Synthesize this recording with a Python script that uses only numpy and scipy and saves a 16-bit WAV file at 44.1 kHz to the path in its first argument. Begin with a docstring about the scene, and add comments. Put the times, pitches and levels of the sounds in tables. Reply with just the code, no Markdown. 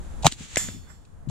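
"""Suppressed rifle shot and ringing metal

Outdoors in wind, heard from just behind the gun: wind is noise under moving level curves, and the report
is a quick run of gas puffs over a low thump, ending in a sharp noise blast. The action clacks and the
berms answer as diffuse noise. A third of a second later come a crack and a smack, then a high metallic
ring, a sum of decaying modes with a smeared return. The next shot is just starting at the end.
"""
import sys
import numpy as np
from scipy import signal
from scipy.fft import rfft, irfft, next_fast_len
from scipy.io import wavfile
from scipy.ndimage import map_coordinates

SR = 44100
rng = np.random.default_rng(int(sys.argv[2]) if len(sys.argv) > 2 else 0)


def to_wav(sig):
    """Store sig (one row per channel, or 1-D mono) as 16-bit WAV at the path in sys.argv[1].

    Samples outside -1..1 are clipped; the rate is SR.
    """
    pcm = np.clip(np.atleast_2d(sig), -1, 1) * 32767
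    pcm = np.round(pcm).astype(np.int16)
    wavfile.write(sys.argv[1], SR, pcm.T)  # frames by channels


N = 57330
T = np.arange(N) / SR  # time in s
NEAR_ALIKE, FAR_ALIKE, WIND_ALIKE = 0.74, 0.16, 0.13  # left-right correlation of the noise


def amp(db):
    """Level to amplitude ratio: 20 dB is a factor of ten."""
    return 10 ** (np.asarray(db) / 20)


def unit(x):
    """Normalisation by root mean square, so that a gain sets the level."""
    return x / np.sqrt(np.mean(x ** 2) + 1e-20)


def along(points, hz):
    """Interpolation of a spectrum on a logarithmic frequency axis."""
    f, v = np.transpose(points)
    return np.interp(np.log(hz + 1), np.log(f + 1), v)


def level(rows):
    """Amplitude modulation whose level in dB runs in straight lines between (time_s, level_db) rows."""
    return amp(np.interp(T, *np.transpose(rows)))


def pan(db):
    """Interaural level difference: half the dB raise the left channel, half lower the right."""
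    return amp(np.array([[db], [-db]]) / 2)


def filtered(x, response):
    """Linear filtering: the spectrum of x is multiplied by a frequency response."""
    size = next_fast_len(N + 8192)  # zero padding limits wrap-around
    hz = np.fft.rfftfreq(size, 1 / SR)
    return irfft(rfft(x, size) * response(hz), size)[..., :N]


def noise(colour, alike, pan_db):
    """Partially correlated stereo noise: a shared part plus a part of opposite sign in the two channels."""
    white = rng.standard_normal((2, N))
    shared, opposed = filtered(white, lambda hz: amp(along(colour, hz)))
    angle = np.arccos(np.clip(alike, -1, 1)) / 2
    stereo = np.cos(angle) * shared + np.sin(angle) * np.array([opposed, -opposed])
    return unit(stereo) * pan(pan_db)


def strike(s, rise, t60):
    """Exponential growth up to time s (time constant rise), then exponential decay of 60 dB in t60."""
    swell = np.exp(np.minimum(T - s, 0) / rise)
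    decay = amp(-60 * np.maximum(T - s, 0) / t60)
    return swell * decay


def packet(s, hz, db, width):
    """Gaussian wave packet: a brief pressure oscillation, negative at its centre."""
    return -amp(db) * np.exp(-((T - s) / width) ** 2) * np.cos(2 * np.pi * hz * (T - s))


def wind():
    """Turbulent pressure noise: rumble on the microphone, a midrange rush and a thin hiss."""
    # level of the rumble: time_s, level_db
    rumble_level = [(0, -34), (.1, -38.5), (.21, -34), (.32, -45.5), (.48, -49), (.54, -44.5), (.66, -42.5),
                    (.8, -44.5), (.98, -49), (1.08, -53.5), (1.15, -44), (1.29, -43)]
    # spectrum of the rumble: frequency_hz, level_db
    rumble_colour = [(15, -2), (35, -0.5), (70, 1), (120, -9.5), (200, -16.5), (400, -28.5), (1000, -37.5),
                     (3000, -77)]
    # level of the midrange rush: time_s, level_db
    rush_level = [(0, -49.5), (.22, -47), (.3, -61.5), (.9, -59), (1.1, -59.5), (1.29, -55)]
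    # spectrum of the rush: frequency_hz, level_db
    rush_colour = [(100, 8), (300, 2), (800, -1.5), (1600, -7), (3000, -26), (8000, -28), (15000, -52)]
    # level of the hiss: time_s, level_db
    hiss_level = [(0, -65.5), (.22, -63.5), (.5, -67), (1, -76), (1.29, -75.5)]
    # spectrum of the hiss: frequency_hz, level_db
    hiss_colour = [(1000, -5), (3500, -14), (5200, -15), (7200, -3.5), (10000, 0), (13000, -14),
                   (15500, -20.5)]
    rumble = level(rumble_level) * noise(rumble_colour, WIND_ALIKE, pan_db=3.5)
    rush = level(rush_level) * noise(rush_colour, FAR_ALIKE, pan_db=-2.5)
    hiss = level(hiss_level) * noise(hiss_colour, FAR_ALIKE, pan_db=-3.5)
    return rumble + rush + hiss


def action():
    """Impulsive excitation of the rifle's moving parts: coloured noise bursts that decay exponentially."""
    # clacks: peak_s, level_db, t60_s
    clacks = [(0.226, -38, 0.046), (0.2329, -38, 0.036), (0.286, -40, .03), (0.316, -37.5, 0.051),
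              (0.3227, -22.5, 0.015), (0.332, -41.5, 0.088), (1.052, -55, 0.035), (1.289, -49.5, .05)]
    # spectrum of a clack: frequency_hz, level_db
    clack_colour = [(100, -13), (280, -5), (700, -21.5), (1800, -9.5), (4000, 1.5), (5500, -5), (7600, 3),
                    (9500, -14), (15000, -28)]
    envelope = sum(amp(db) * strike(s, 0.00094, t60) for s, db, t60 in clacks)
    return envelope * noise(clack_colour, NEAR_ALIKE, pan_db=-0.5)


def shot():
    """Gas expansion: puffs and low thumps as wave packets, the hissing blast as turbulent noise."""
    # gas puffs of the report: centre_s, pitch_hz, level_db, half_width_s (to 1/e)
    puff_rows = [(.2365, 790, -26.5, .0014), (.247, 780, -12, .0014), (.2571, 750, -5, .0015),
                 (.2671, 790, -4.5, .0016), (1.2995, 650, -30, .0008)]
    # thumps of the shot, the smack and buffeting: centre_s, pitch_hz, level_db, half_width_s, left_minus_right_db
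    thump_rows = [(0.2591, 141, -12.5, 0.0081, 8.5), (0.2712, 190, -12.5, 0.0012, 8),
                  (0.2784, 156.5, -20, .004, -0.5), (.327, 273, -39.5, 0.0041, 1.5),
                  (.411, 210, -35, 0.0061, -2), (.5713, 560, -17.5, 0.0015, 1.5),
                  (0.5745, 195, -21, .0019, 2), (0.688, 205, -24.5, 0.0017, 7.5),
                  (0.7501, 170, -38, 0.0034, 15), (1.2757, 160, -25.5, 0.0023, 14.5),
                  (1.2905, 135, -26, 0.0068, 19)]
    # gas leaving the suppressor: peak_s, level_db, rise_s (time constant), t60_s
    blasts = [(0.2468, -25.5, 0.0014, 0.11), (0.2613, -20, 0.0028, 0.022), (0.2666, -7.5, 0.0007, 0.014),
              (0.2677, -10.5, .0005, 0.014), (.276, -22, 0.0022, .035), (1.2995, -43.5, .004, 0.033)]
    # spectrum of the blast: frequency_hz, level_db
    blast_colour = [(650, -31), (1100, -3), (1900, -9.5), (2400, -2.5), (2980, -2), (3330, -5), (3840, -4),
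                    (5500, -11), (6120, -3), (7800, -4), (10400, -24.5), (12000, -21), (15500, -32)]
    puffs = sum(packet(*row) for row in puff_rows)
    thumps = sum(packet(s, hz, db, width) * pan(side) for s, hz, db, width, side in thump_rows)
    gas = sum(amp(db) * strike(s, rise, t60) for s, db, rise, t60 in blasts)
    return puffs + thumps + gas * noise(blast_colour, NEAR_ALIKE, pan_db=-1.5)


def berms():
    """Diffuse reflection from ground, brush and berms: echo noise, a low boom and a late fluttering slap."""
    # level of the scattered echoes: time_s, level_db
    echo_level = [(.27, -59), (.285, -45.5), (.31, -44.5), (.36, -55.5), (.395, -45.5), (.43, -43),
                  (.48, -48.5), (.54, -42.5), (.6, -42.5), (.675, -43), (.72, -48.5), (.82, -62.5),
                  (.865, -62.5), (.91, -73), (.95, -68.5), (1.02, -70), (1.29, -76)]
    # spectrum of the echoes: frequency_hz, level_db
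    echo_colour = [(100, -7.5), (300, -3), (700, -7.5), (1500, -2), (3500, 1), (5200, -5.5), (7300, 4.5),
                   (9500, -15), (15000, -33)]
    # level of the low boom: time_s, level_db
    boom_level = [(.27, -76), (.37, -61.5), (.42, -42), (.52, -63), (.65, -42), (.71, -45), (.76, -39.5),
                  (.8, -47), (.87, -54), (1, -60)]
    # spectrum of the boom: frequency_hz, level_db
    boom_colour = [(40, -9.5), (90, 6), (200, 1.5), (300, -9), (450, -24), (1000, -43)]
    # spectrum of the dull slap from the far berm: frequency_hz, level_db
    slap_colour = [(300, -12), (800, 1), (1800, 2), (3000, -17), (8000, -27.5)]
    slap_s, slap_db, slap_rise_s, slap_t60 = 0.8955, -54.5, 0.033, 0.185
    flutter_db, flutter_per_s = 3, 90  # spread and rate of the random level values
    steps = rng.standard_normal(int(T[-1] * flutter_per_s) + 2)
    flutter = amp(flutter_db * map_coordinates(steps, [T * flutter_per_s]))
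    slap_envelope = amp(slap_db) * flutter * strike(slap_s, slap_rise_s, slap_t60)
    slap = slap_envelope * noise(slap_colour, FAR_ALIKE, pan_db=-9.0)
    echoes = level(echo_level) * noise(echo_colour, FAR_ALIKE, pan_db=-.5)
    boom = level(boom_level) * noise(boom_colour, WIND_ALIKE, pan_db=7.5)
    return slap + echoes + boom


def crack_and_smack():
    """Impulsive broadband noise: faint dull knocks, a bright crack and a dull smack, each decaying fast."""
    # knocks: peak_s, level_db, t60_s
    knock_rows = [(0.408, -44.5, 0.055), (0.686, -29, 0.026)]
    # spectrum of the knocks: frequency_hz, level_db
    knock_colour = [(60, -7), (250, 3), (500, 0), (900, -16.5), (1300, -9.5), (3500, -19.5), (7000, -28.5),
                    (15000, -60)]
    # spectrum of the crack: frequency_hz, level_db
    crack_colour = [(290, -35.5), (500, -14), (1050, -11), (2000, 6), (3050, -9), (3940, 7.5), (5400, -5.5),
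                    (6670, 9.5), (9000, -11.5), (15000, -36)]
    # spectrum of the smack: frequency_hz, level_db
    smack_colour = [(40, 1), (150, -5), (300, -6), (600, -6.5), (1000, -18), (2200, 4), (3500, -13.5),
                    (6000, -17.5), (15000, -49.5)]
    crack_s, crack_db, crack_t60 = .5594, -13.5, 0.0068  # the snap just before the smack
    smack_s, smack_db, smack_t60 = .5705, -13.5, 0.012
    crack_envelope = amp(crack_db) * strike(crack_s, 0.00033, crack_t60)
    crack = crack_envelope * noise(crack_colour, NEAR_ALIKE, pan_db=-4.5)
    smack_envelope = amp(smack_db) * strike(smack_s, 0.00037, smack_t60)
    smack = smack_envelope * noise(smack_colour, NEAR_ALIKE, pan_db=4.5)
    knocks = sum(amp(db) * strike(s, 0.00037, t60) for s, db, t60 in knock_rows)
    return crack + smack + knocks * noise(knock_colour, NEAR_ALIKE, pan_db=6.5)


def metal_ring(count=60):
    """Modal superposition: strong modes, a shimmer of count weak ones, and a splash of decaying noise."""
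    # strong modes of the metal: pitch_hz, relative_level_db, t60_s
    strong_modes = [(1772, -18, .32), (2050, -17, .32), (3494, -19, .7), (4423, -24, .7), (5224, -17, .5),
                    (5350, -21, .55), (5760, -22, .35), (6155, -18, .45), (6551, -13, .35),
                    (6681, -22, .35), (6821, -11, .46), (7127, 1.5, .36), (7418, -2.5, .27),
                    (7499, -12, .25), (7650, -11, .36), (7800, -11, .32), (7924, -6.5, .33),
                    (8280, -17, .33), (8689, -22, .46), (8861, -20, .35), (9641, -19, .42),
                    (10018, -26, .52), (10311, -21, .3), (10600, -31, .6), (11300, -17, .55),
                    (12005, -23, .38), (12473, -23, .4), (12699, -23, .45), (13420, -28, .35),
                    (13700, -28, .35)]
    # relative strength of the weak modes: frequency_hz, level_db
    shimmer_colour = [(3000, 3), (5000, -6), (6500, 3.5), (8500, 3), (10500, -23), (12500, 1.5),
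                      (14500, -12.5)]
    # spectrum of the splash: frequency_hz, level_db
    splash_colour = [(150, -20), (500, -7.5), (1000, -7.5), (1900, -1.5), (3000, -8), (5000, -5),
                     (7400, -5), (9000, -34), (15000, -51.5)]
    ring_s, ring_attack_s = .5712, 0.00028  # start, and time constant of the onset
    ring_db, ring_pan_db = -24, -5
    shimmer_db, shimmer_t60 = -39.5, 0.45
    splash_db, splash_t60 = -33, 0.34
    waver_db, waver_per_s = 2.6, 32  # spread and rate of each mode's random level values
    flare_db, flare_s = 5, .011  # louder just after the onset, then settling
    t = np.maximum(T - ring_s, 0)

    def mode(hz, t60, scatter):
        """Damped oscillation of unsteady level; scatter (radians) puts the two channels out of step."""
        phase = rng.uniform(0, 2 * np.pi) + scatter * rng.standard_normal((2, 1))
        waver = map_coordinates(rng.standard_normal(count), [t * waver_per_s])
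        return np.sin(2 * np.pi * hz * t + phase) * amp(waver_db * waver - 60 * t / t60)

    flare = amp(flare_db * np.exp(-t / flare_s))
    modes = sum(amp(ring_db + db) * mode(hz, t60, scatter=0.29) for hz, db, t60 in strong_modes)
    ring = flare * modes * pan(ring_pan_db)

    # one weak mode at a random place in each equal slice of the band
    pitches = 3000 + 11500 * (np.arange(count) + rng.random(count)) / count
    sizes = amp(along(shimmer_colour, pitches) + rng.normal(0, 4.1, count))
    gains = sizes / np.linalg.norm(sizes)
    weak = sum(gain * mode(hz, shimmer_t60, scatter=1.1) for hz, gain in zip(pitches, gains))
    shimmer = amp(shimmer_db) * weak * pan(db=13.5)

    splash = amp(splash_db - 60 * t / splash_t60) * noise(splash_colour, FAR_ALIKE, pan_db=4.0)
    onset = 1 - np.exp(-t / ring_attack_s)  # zero until the ring starts
    return (ring + shimmer + splash) * onset


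def echoed(x, smear_s):
    """Diffuse reflection: x plus its convolution with a delayed noise burst, a faint, smeared return."""
    # spectrum of the returning sound: frequency_hz, level_db
    return_colour = [(3000, 0.5), (5300, 1.5), (7000, -6.5), (12000, -5.5)]
    delay_s, return_db = 0.3262, -30.5
    window = np.exp(-((T - delay_s) / smear_s) ** 2)
    tail = noise(return_colour, FAR_ALIKE, pan_db=-2) * window
    tail = tail / np.linalg.norm(tail[0])
    return x + amp(return_db) * signal.fftconvolve(x, tail, axes=1)[:, :N]


def scene():
    """Superposition: direct sounds get an interchannel phase lead; echoes and wind arrive diffusely."""
    # phase lead of the left port over the right for direct sounds: frequency_hz, lead_rad
    port_lead = [(100, 0.074), (800, 0.32), (2000, 0.85), (4000, 1.05), (8000, 1.8), (14000, 2.8)]
    sides = np.array([[1], [-1]])
    direct = action() + shot() + crack_and_smack() + echoed(metal_ring(), smear_s=0.022)
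    direct = filtered(direct, lambda hz: np.exp(.5j * along(port_lead, hz) * sides))
    return wind() + direct + berms()


def record(dry):
    """Saturation and band limiting: peaks clip at full scale, then a sharp low-pass removes the top."""
    top_hz = 15700
    return filtered(np.clip(dry, -1, 1), lambda hz: hz < top_hz)


dry = scene()
out = record(dry)
to_wav(out)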